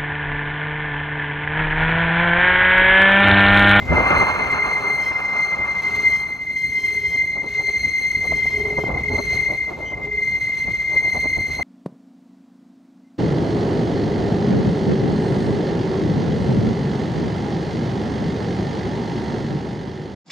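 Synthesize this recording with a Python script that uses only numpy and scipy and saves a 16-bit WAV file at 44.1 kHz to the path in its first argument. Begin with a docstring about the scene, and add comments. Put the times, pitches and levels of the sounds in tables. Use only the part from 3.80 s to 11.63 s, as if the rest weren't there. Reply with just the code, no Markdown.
"""Train wheels squealing on a curve

A slow passenger train rounds a tight curve in open country, heard leaning out from one of its cars.
A wheel grips and slips on the rail and rings at one steady pitch, heard directly and as ground echoes.
Flanges (the wheels' guiding rims) grind, and a low wheel note groans. A rush of air dies away
at the start; the cars rumble, and wind buffets the microphone."""
import sys
import numpy as np
from scipy import signal
from scipy.fft import rfft, irfft, next_fast_len
from scipy.io import wavfile
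from scipy.ndimage import uniform_filter1d

SR = 44100
rng = np.random.default_rng(int(sys.argv[2]) if len(sys.argv) > 2 else 0)


def wav_record(signal):
    """Record a signal, one row per channel, as 16-bit PCM in the file named by sys.argv[1]."""
    frames = np.transpose(np.atleast_2d(signal))
    bounded = np.clip(frames, -1, 1)
    # unit amplitude maps onto the largest positive 16-bit level
    quanta = np.round(bounded * 32767).astype(np.int16)
    wavfile.write(sys.argv[1], SR, quanta)


N = 345303
TIME = np.arange(N) / SR
WHEEL_HZ = 2088.3   # the squealing wheel's main note
USUAL_PRESSURE_DB = -44   # overtone level when the flange presses as usual


def from_db(db):
    """Turn decibels into a gain."""
    return 10 ** (np.asarray(db) / 20)


def rms_one(x):
    """Scale a signal to an average power of 1."""
    return x / np.sqrt(np.mean(np.abs(x) ** 2) + 1e-20)


def in_time(rows):
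    """Join a table's points in time: one smooth curve for each column after the first."""
    times, *columns = np.transpose(rows)
    return [np.interp(TIME, times, column) for column in columns]


def at_hz(points, hz):
    """Read a table between its frequencies, with octaves evenly spaced."""
    frequencies, values = np.transpose(points)
    return np.interp(np.log(hz), np.log(frequencies), values)


def hump(centre_s, length_s):
    """A rounded rise and fall of height 1."""
    distance = np.minimum(np.abs(TIME - centre_s) / (.6 * length_s), 4)
    return np.exp(-distance ** 3)


def spells(rows):
    """Loudness curve of events that each swell, hold and fade."""
    return np.sqrt(sum(from_db(db) ** 2 * hump(s, length) for s, length, db in rows) + 1e-18)


def drift(rate_hz, order=2):
    """A random wobble of typical size 1, mostly slower than the given rate."""
    lowpass = signal.butter(order, min(rate_hz, SR / 45), fs=SR / 20, output="sos")
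    slow = signal.sosfilt(lowpass, rng.standard_normal(N // 20 + 3002))[3000:]
    return np.interp(np.arange(N) / 20, np.arange(len(slow)), rms_one(slow))


def evened(x, span_s):
    """Take the slow swells out of a sound and keep its fast flutter."""
    power = np.mean(np.abs(np.atleast_2d(x)) ** 2, axis=0)
    return x / np.sqrt(np.maximum(uniform_filter1d(power, int(span_s * SR)), 1e-9))


def stereo_noise(spectrum, side_db, band_hz):
    """Shaped noise: its middle has power 1 inside the band, and side_db sets its width."""
    size = next_fast_len(N)
    hz = np.maximum(np.fft.rfftfreq(size, 1 / SR), 1)
    gain = from_db(at_hz(spectrum, hz))
    gain /= np.sqrt(np.mean(gain ** 2 * (hz > band_hz[0]) * (hz < band_hz[1])))
    mid, side = irfft(rfft(rng.standard_normal((2, size))) * gain, size)[:, :N]
    return mid + from_db(side_db) * side * [[1], [-1]]


def vibration(hz):
    """A steady tone as a turning complex number; its real part is the sound."""
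    return np.exp(2j * np.pi * hz * TIME)


def scatter(spread_hz, order=3):
    """A gain that blurs a tone: each echo off the passing ground shifts a little in pitch."""
    return rms_one(drift(spread_hz, order) + 1j * drift(spread_hz, order))


def panned(x, left_db):
    """Make the left side louder than the right."""
    return x * from_db(np.array([[left_db], [-left_db]]) / 2)


def microphone_ports(x):
    """Sound from along the track reaches the microphone's two openings out of step."""
    # how far the left side leads: (frequency [Hz], phase [radians])
    port_phase = [(20, 0), (600, .1), (2090, .69), (3000, -.2), (4200, -.44), (6300, -.69), (7000, .1),
                  (7400, 2), (8400, 2.6), (10000, 3.3), (10600, 4.6), (11200, 6.1), (13200, 6.4),
                  (14400, 9.1), (16000, 9.5)]
    size = next_fast_len(N + 2000)
    lead = at_hz(port_phase, np.maximum(np.fft.rfftfreq(size, 1 / SR), 1))
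    return irfft(rfft(x, size) * np.exp(.5j * lead * [[1], [-1]]), size)[:, :N]


def narrow_bass(x, bass_hz=280):
    """The bass draws in to the middle for a while; higher sounds keep their width."""
    # stereo width of the bass: (time [s], side gain [dB])
    width = [(0, -1.5), (1.5, 1), (2.1, -29.5), (5.4, -28.5), (6.6, 1), (7.83, -6)]
    mid, side = (x[0] + x[1]) / 2, (x[0] - x[1]) / 2
    low = signal.sosfilt(signal.butter(4, bass_hz, "low", fs=SR, output="sos"), side)
    high = signal.sosfilt(signal.butter(4, bass_hz, "high", fs=SR, output="sos"), side)
    return mid + (high + from_db(in_time(width)[0]) * low) * [[1], [-1]]


def roll():
    """The rolling wheels make a smooth, low noise."""
    # loudness of the rolling: (time [s], level [dB])
    levels = [(0, -52), (1.0, -49), (2.2, -48.5), (3.2, -47.5), (4.2, -54.5), (6.5, -65), (7.83, -47.5)]
    # its tone colour: (frequency [Hz], level [dB])
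    spectrum = [(40, -23), (110, 0.5), (170, 4), (260, 2), (340, -4.5), (520, -18.5), (1000, -34.5),
                (4000, -79.5)]
    return from_db(in_time(levels)[0]) * stereo_noise(spectrum, side_db=-17.5, band_hz=(25, 260))


def rumble(airflow_db, eddies):
    """Air streaming past the train makes a lumpy, low roar, pushed by eddies and thumps."""
    # deep, dull thumps of wind: (centre [s], length [s], level [dB])
    thumps = [(.125, 0.043, -17), (.37, 0.046, -25.5), (.6, 0.042, -33), (.74, .05, -32.5),
              (2.88, .05, -40), (4.05, 0.081, -37), (4.38, .04, -35.5), (4.53, 0.085, -32), (4.8, .05, -34),
              (5.34, 0.051, -25.5), (5.56, 0.053, -32), (6.9, 0.062, -33), (7.59, 0.032, -31.5)]
    # tone colour of the roar: (frequency [Hz], level [dB])
    spectrum = [(12, -47.5), (25, -17.5), (35, -17), (50, 0.5), (65, 2.5), (90, -0.5), (140, -3.5),
                (220, -9), (330, -12.5), (500, -15.5), (900, -49.5), (4000, -94)]
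    lumps = from_db(airflow_db - 1.5 + 1.5 * drift(rate_hz=14))
    pushes = np.hypot(spells(thumps), from_db(-4) * eddies)
    return np.hypot(lumps, pushes) * stereo_noise(spectrum, side_db=-7.5, band_hz=(25, 260))


def wind(airflow_db, eddies):
    """Each eddy tears briefly at the microphone, over a weaker flutter."""
    # tone colour of the wind: (frequency [Hz], level [dB])
    spectrum = [(15, -39.5), (40, -23.5), (90, 0), (250, 2), (420, 1.5), (650, 2.5), (880, -0.5),
                (1150, -7.5), (1450, -15.5), (1800, -24.5), (3000, -44), (8000, -86.5)]
    breeze = from_db(airflow_db - 12.5 + 3.5 * drift(rate_hz=28))
    tearing = evened(from_db(2.9 * drift(rate_hz=330)), span_s=0.07)
    level = np.hypot(breeze, from_db(0.8) * eddies) * tearing
    return level * stereo_noise(spectrum, side_db=-5.5, band_hz=(520, 1500))


def rush(right_lead_s=-.00017):
    """Air roars up along the cars and dies away; it reaches the left side first."""
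    # loudness of the rush: (time [s], level [dB])
    levels = [(.03, -59), (.09, -31.5), (.19, -22), (.36, -17.5), (.62, -26), (1.2, -30.5), (2.25, -37.5),
              (2.55, -46), (2.9, -68)]
    # its tone colour: (frequency [Hz], level [dB])
    spectrum = [(30, -26), (120, -12), (250, -11), (450, -7), (700, -3.5), (950, -0.5), (1200, 1),
                (1550, -4), (1950, -8.5), (2500, -9.5), (3300, -25.5), (4500, -38), (7000, -51.5),
                (15000, -82)]
    level = from_db(in_time(levels)[0] + 2.0 * drift(rate_hz=20))
    left, right = level * stereo_noise(spectrum, side_db=-11, band_hz=(520, 1850))
    return np.array([left, np.interp(TIME + right_lead_s, TIME, right)])


def ticks(decay_s=.004, lowest_hz=5000):
    """Grit makes small, bright clicks that die away at once."""
    # clicks of grit: (time [s], level [dB])
    clicks = [(1.847, -49), (5.235, -47)]
    level = sum(from_db(db) * (TIME > s) * np.exp(-np.abs(TIME - s) / decay_s) for s, db in clicks)
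    highpass = signal.butter(2, lowest_hz, "high", fs=SR, output="sos")
    return signal.sosfilt(highpass, level * rng.standard_normal(N) + 1e-18)


def grind(grit_db=2.06):
    """The steel flange rubs on the rail with a gritty hiss."""
    # steady rubbing: (time [s], relative level [dB])
    levels = [(0, -57), (.45, -55.5), (1.05, -62.5), (1.4, -59), (1.9, -61.5), (2.12, -53), (2.55, -65.5),
              (3.15, -58.5), (3.6, -64.5), (3.8, -59), (4.25, -58.5), (4.7, -57), (5.12, -60), (5.45, -56),
              (6.2, -64), (6.65, -58), (7.3, -58.5), (7.83, -60.5)]
    # harder scrapes: (centre [s], length [s], level [dB])
    scrapes = [(.72, 0.043, -63), (.98, 0.097, -60), (3.73, 0.069, -59.5), (5.565, 0.077, -56.5),
               (6.68, .03, -68), (7.74, 0.04, -56)]
    # tone colour of the hiss: (frequency [Hz], level [dB])
    spectrum = [(900, 4.5), (1800, 6), (2500, 6.5), (3200, -0.5), (3700, 1.5), (4800, -3.5), (6000, -6.5),
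                (7800, -6), (9500, -28), (11500, -13.5), (13500, -16.5), (15000, -20.5)]
    rubbing = np.hypot(from_db(in_time(levels)[0] - 2.06), spells(scrapes))
    grit = from_db(grit_db * drift(rate_hz=42))
    return rubbing * grit * stereo_noise(spectrum, side_db=-8, band_hz=(3350, 3900))


def groan(pitch_hz=416.0, floor_db=-57.5):
    """The wheel's lowest note sounds in short, wavering spells."""
    # groans: (centre [s], length [s], level [dB])
    groans = [(.78, 0.32, -43), (1.07, 0.12, -37.5), (2.18, 0.2, -43), (3.2, 0.27, -45.5), (3.82, .2, -43),
              (4.5, 0.21, -45.5), (4.86, 0.15, -29.5), (5.01, .06, -30.5), (5.36, 0.13, -32),
              (5.6, .22, -41.5), (6.32, 0.16, -38)]
    wavering = np.exp(.7j * drift(rate_hz=6.5)) + 0.83 * scatter(spread_hz=23)
    tone = evened(vibration(pitch_hz) * wavering, span_s=0.055).real
    return (spells(groans) + from_db(floor_db)) * np.sqrt(2) * tone


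def ring(rise_s=.02):
    """A thin, high wheel note catches once and rings on, blurred by ground echoes."""
    # the note: (start [s], pitch [Hz], level [dB], time to fade by 60 dB [s])
    note = (1.22, 5270, -54, 2.6)
    start, hz, db, fade = note
    level = from_db(db - 60 * np.abs(TIME - start) / fade) * np.clip((TIME - start) / rise_s, 0, 1)
    return level * np.sqrt(2) * (vibration(hz) * scatter(spread_hz=70)).real


def chirp():
    """Another wheel note catches briefly and rises with its octave, blurred by ground echoes."""
    # path of the chirp: (time [s], pitch [Hz], relative level [dB])
    path = [(6.0, 3000, -75), (6.04, 3020, -63), (6.068, 3030, -45), (6.09, 3090, -47), (6.13, 3030, -57),
            (6.17, 3110, -74)]
    hz, level_db = in_time(path)
    glide = np.exp(2j * np.pi * np.cumsum(hz) / SR)
    note = glide * evened(scatter(spread_hz=130), span_s=.03)
    octave = from_db(-6) * glide ** 2 * evened(scatter(spread_hz=100), span_s=0.027)
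    sounding = (TIME > path[0][0]) * (TIME < path[-1][0])
    return from_db(level_db + 3.0) * (note + octave).real * sounding


def echoed_tones(rows, spread_hz):
    """Multiples of the wheel's note arrive only as echoes; higher ones are more blurred."""
    out = np.zeros(N)
    for multiple, level_db in rows:
        blur = evened(scatter(spread_hz * multiple), span_s=0.15)
        out += from_db(level_db) * np.sqrt(2) * (blur * vibration(multiple * (WHEEL_HZ + 7))).real
    return out


def shrill(pressure_db, rasp_floor_db=-30.5):
    """Harder pressure sharpens the slips into overtones; when every other slip is weaker, they rasp."""
    # overtones of the squeal: (pitch multiple, relative level [dB])
    overtones = [(2, -0.5), (3, -7.5), (4, -13), (5, -20), (6, -22), (7, -27)]
    # boost of the top overtones: (time [s], gain [dB])
    top_boost = [(0, 2.5), (.8, -2), (1.25, 2.5), (1.7, -2.5), (2.35, 2), (3.1, 3.5), (3.9, -3.5), (4.4, 0),
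                 (4.9, 1.5), (5.35, -4), (5.75, 1), (7.83, -0.5)]
    # rasping tones halfway between the overtones: (pitch multiple, relative level [dB])
    half_tones = [(.5, -1.5), (1.5, 4), (2.5, -1.5), (3.5, -7), (4.5, -10), (5.5, -11.5)]
    # spells of rasping: (centre [s], length [s], level [dB])
    rasps = [(1.25, 0.057, -51), (2.07, 0.044, -60), (2.36, 0.079, -55), (2.8, .05, -57.5),
             (3.03, .14, -54.5), (3.3, 0.15, -55), (4.7, .27, -56.5), (5.03, 0.07, -56), (5.28, 0.059, -63),
             (5.56, .1, -64)]
    level = from_db(USUAL_PRESSURE_DB + pressure_db + 2.0 * drift(rate_hz=8.4))
    rasp_level = np.hypot(spells(rasps), from_db(rasp_floor_db) * level)
    lower = echoed_tones(overtones[:2], spread_hz=37.6)
    upper = from_db(in_time(top_boost)[0]) * echoed_tones(overtones[2:], spread_hz=35)
    return level * (lower + upper) + rasp_level * echoed_tones(half_tones, spread_hz=38)


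def squeal(pressure_db, second_wheel_hz=2077.0):
    """The wheel rides with the listener, so its pitch is steady; ground echoes make it flutter."""
    # ground echoes against the direct tone: (time [s], relative level [dB])
    echo_levels = [(0, -6.5), (.8, 2.5), (1.5, -7), (2.3, -8.5), (3.4, -2), (3.9, -0.5), (5.0, -0.5),
                   (5.6, 11), (6.1, -9), (6.8, 0.5), (7.2, -2), (7.83, 2)]
    # the squeal briefly swells or fades: (centre [s], length [s], level change [dB])
    swells = [(0, 0.035, -10), (0.166, 0.035, 8), (0.247, .04, 5.5), (0.427, 0.03, 9.5), (0.563, 0.22, -3),
              (1.024, 0.028, -9), (1.106, 0.1, 1), (1.616, 0.041, 5), (1.837, 0.034, 5), (2.291, 0.11, 6),
              (2.557, 0.26, -4), (3.031, 0.039, 4), (3.4, 0.052, 8.5), (3.672, .08, -6), (4.646, 0.15, 2.5),
              (5.437, 0.18, -3.5), (5.53, .025, 6), (5.622, 0.011, 3), (5.711, 0.01, 16.5),
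              (5.97, 0.076, -11.5), (6.424, .16, 2.5), (7.2, 0.12, 5), (7.731, .16, -5)]
    swell_db = sum(db * hump(s, length) for s, length, db in swells)
    # the note is near its limit, so extra pressure adds little
    level_db = -22 + np.where(pressure_db > 0, 0.18, 0.36) * pressure_db + swell_db
    # the squeal flutters in loudness and sometimes dips briefly
    flutter_db = 1.1 * drift(rate_hz=17.7)
    dip_db = 5 * np.maximum(drift(rate_hz=30) - 1, 0)
    direct = vibration(WHEEL_HZ) * np.exp(.25j * drift(rate_hz=2.8))
    # a second wheel, a little lower, beats against the first
    neighbour = from_db(-6) * vibration(second_wheel_hz) * scatter(spread_hz=2.75)
    # echoes come from all round, so left and right differ a little
    sideways = .3 * scatter(spread_hz=42, order=4) * [[1], [-1]]
    echoes = vibration(WHEEL_HZ + 5) * (scatter(spread_hz=39.5, order=4) + sideways)
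    wide_blur = from_db(-22) * vibration(WHEEL_HZ) * scatter(spread_hz=140, order=2)
    # the many echo paths smooth out quick swells
    echo_gain = from_db(in_time(echo_levels)[0] - .5 * swell_db)
    tone = from_db(flutter_db - dip_db) * (direct + neighbour + echo_gain * (echoes + wide_blur))
    return from_db(level_db) * np.sqrt(2) * evened(tone, span_s=0.12).real


def scene():
    """Mix the wheels and air along the train with rumble and wind at the microphone."""
    # how hard the flange presses on the rail: (time [s], overtone level [dB])
    pressure = [(0, -66), (.22, -44), (.4, -39), (.6, -42.5), (1.15, -40.5), (1.42, -50), (1.65, -39),
                (1.8, -51.5), (2.3, -38.5), (2.6, -52.5), (2.8, -44.5), (3.25, -43.5), (3.66, -49.5),
                (3.85, -40), (4.35, -39), (4.85, -46.5), (5.16, -57), (5.33, -39.5), (5.55, -37),
                (6.2, -67.5), (6.45, -44), (6.93, -48), (7.55, -38), (7.83, -43)]
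    # strength of the passing air: (time [s], relative level [dB])
    airflow = [(0, -34.5), (.15, -25.5), (.55, -34), (.95, -40.5), (1.9, -42), (2.25, -38.5), (2.7, -48),
               (3.3, -41.5), (4.2, -42), (4.6, -37), (5.2, -30), (5.85, -40.5), (6.15, -38), (6.6, -40),
               (7.1, -41), (7.45, -37.5), (7.83, -34.5)]
    # eddies (swirls of air) hitting the microphone: (centre [s], length [s], relative level [dB])
    buffets = [(0.127, 0.011, -20.5), (0.188, 0.045, -24), (0.315, 0.0095, -20), (0.425, 0.02, -24),
               (1.797, 0.043, -37.5), (3.358, 0.016, -40.5), (3.435, 0.02, -47.5), (3.572, 0.027, -36.5),
               (3.65, 0.038, -39), (3.806, 0.031, -39), (3.894, 0.021, -40), (4.45, 0.029, -38.5),
               (4.526, 0.0088, -31), (4.66, 0.0085, -38), (4.874, 0.036, -38.5), (4.934, 0.017, -41),
               (4.987, 0.017, -26), (5.04, 0.0061, -26), (5.096, 0.04, -31), (5.162, 0.052, -33.5),
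               (5.337, 0.048, -33.5), (5.392, 0.02, -28), (5.565, 0.083, -44), (5.72, 0.048, -35.5),
               (5.911, 0.04, -35.5), (6.01, 0.089, -40), (6.128, 0.028, -37.5), (6.21, 0.085, -41),
               (6.884, 0.016, -36.5), (7.149, 0.057, -39.5), (7.255, 0.067, -42), (7.364, 0.035, -34),
               (7.455, 0.02, -32), (7.58, 0.016, -37.5), (7.801, 0.015, -29.5)]
    pressure_db = in_time(pressure)[0] - USUAL_PRESSURE_DB
    airflow_db, eddies = in_time(airflow)[0], spells(buffets)
    wheels = panned(squeal(pressure_db), left_db=4.0) + chirp() + ring() + shrill(pressure_db) + grind()
    background = panned(rush(), left_db=3.0) + rumble(airflow_db, eddies) + roll()
    background += wind(airflow_db, eddies)
    return narrow_bass(microphone_ports(wheels) + groan() + ticks() + background)


def record(dry):
    """Cut the treble steeply above 15000 Hz."""
    return signal.sosfilt(signal.ellip(10, .1, 90, 15000, fs=SR, output="sos"), dry)


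dry = scene()
out = record(dry)
wav_record(out)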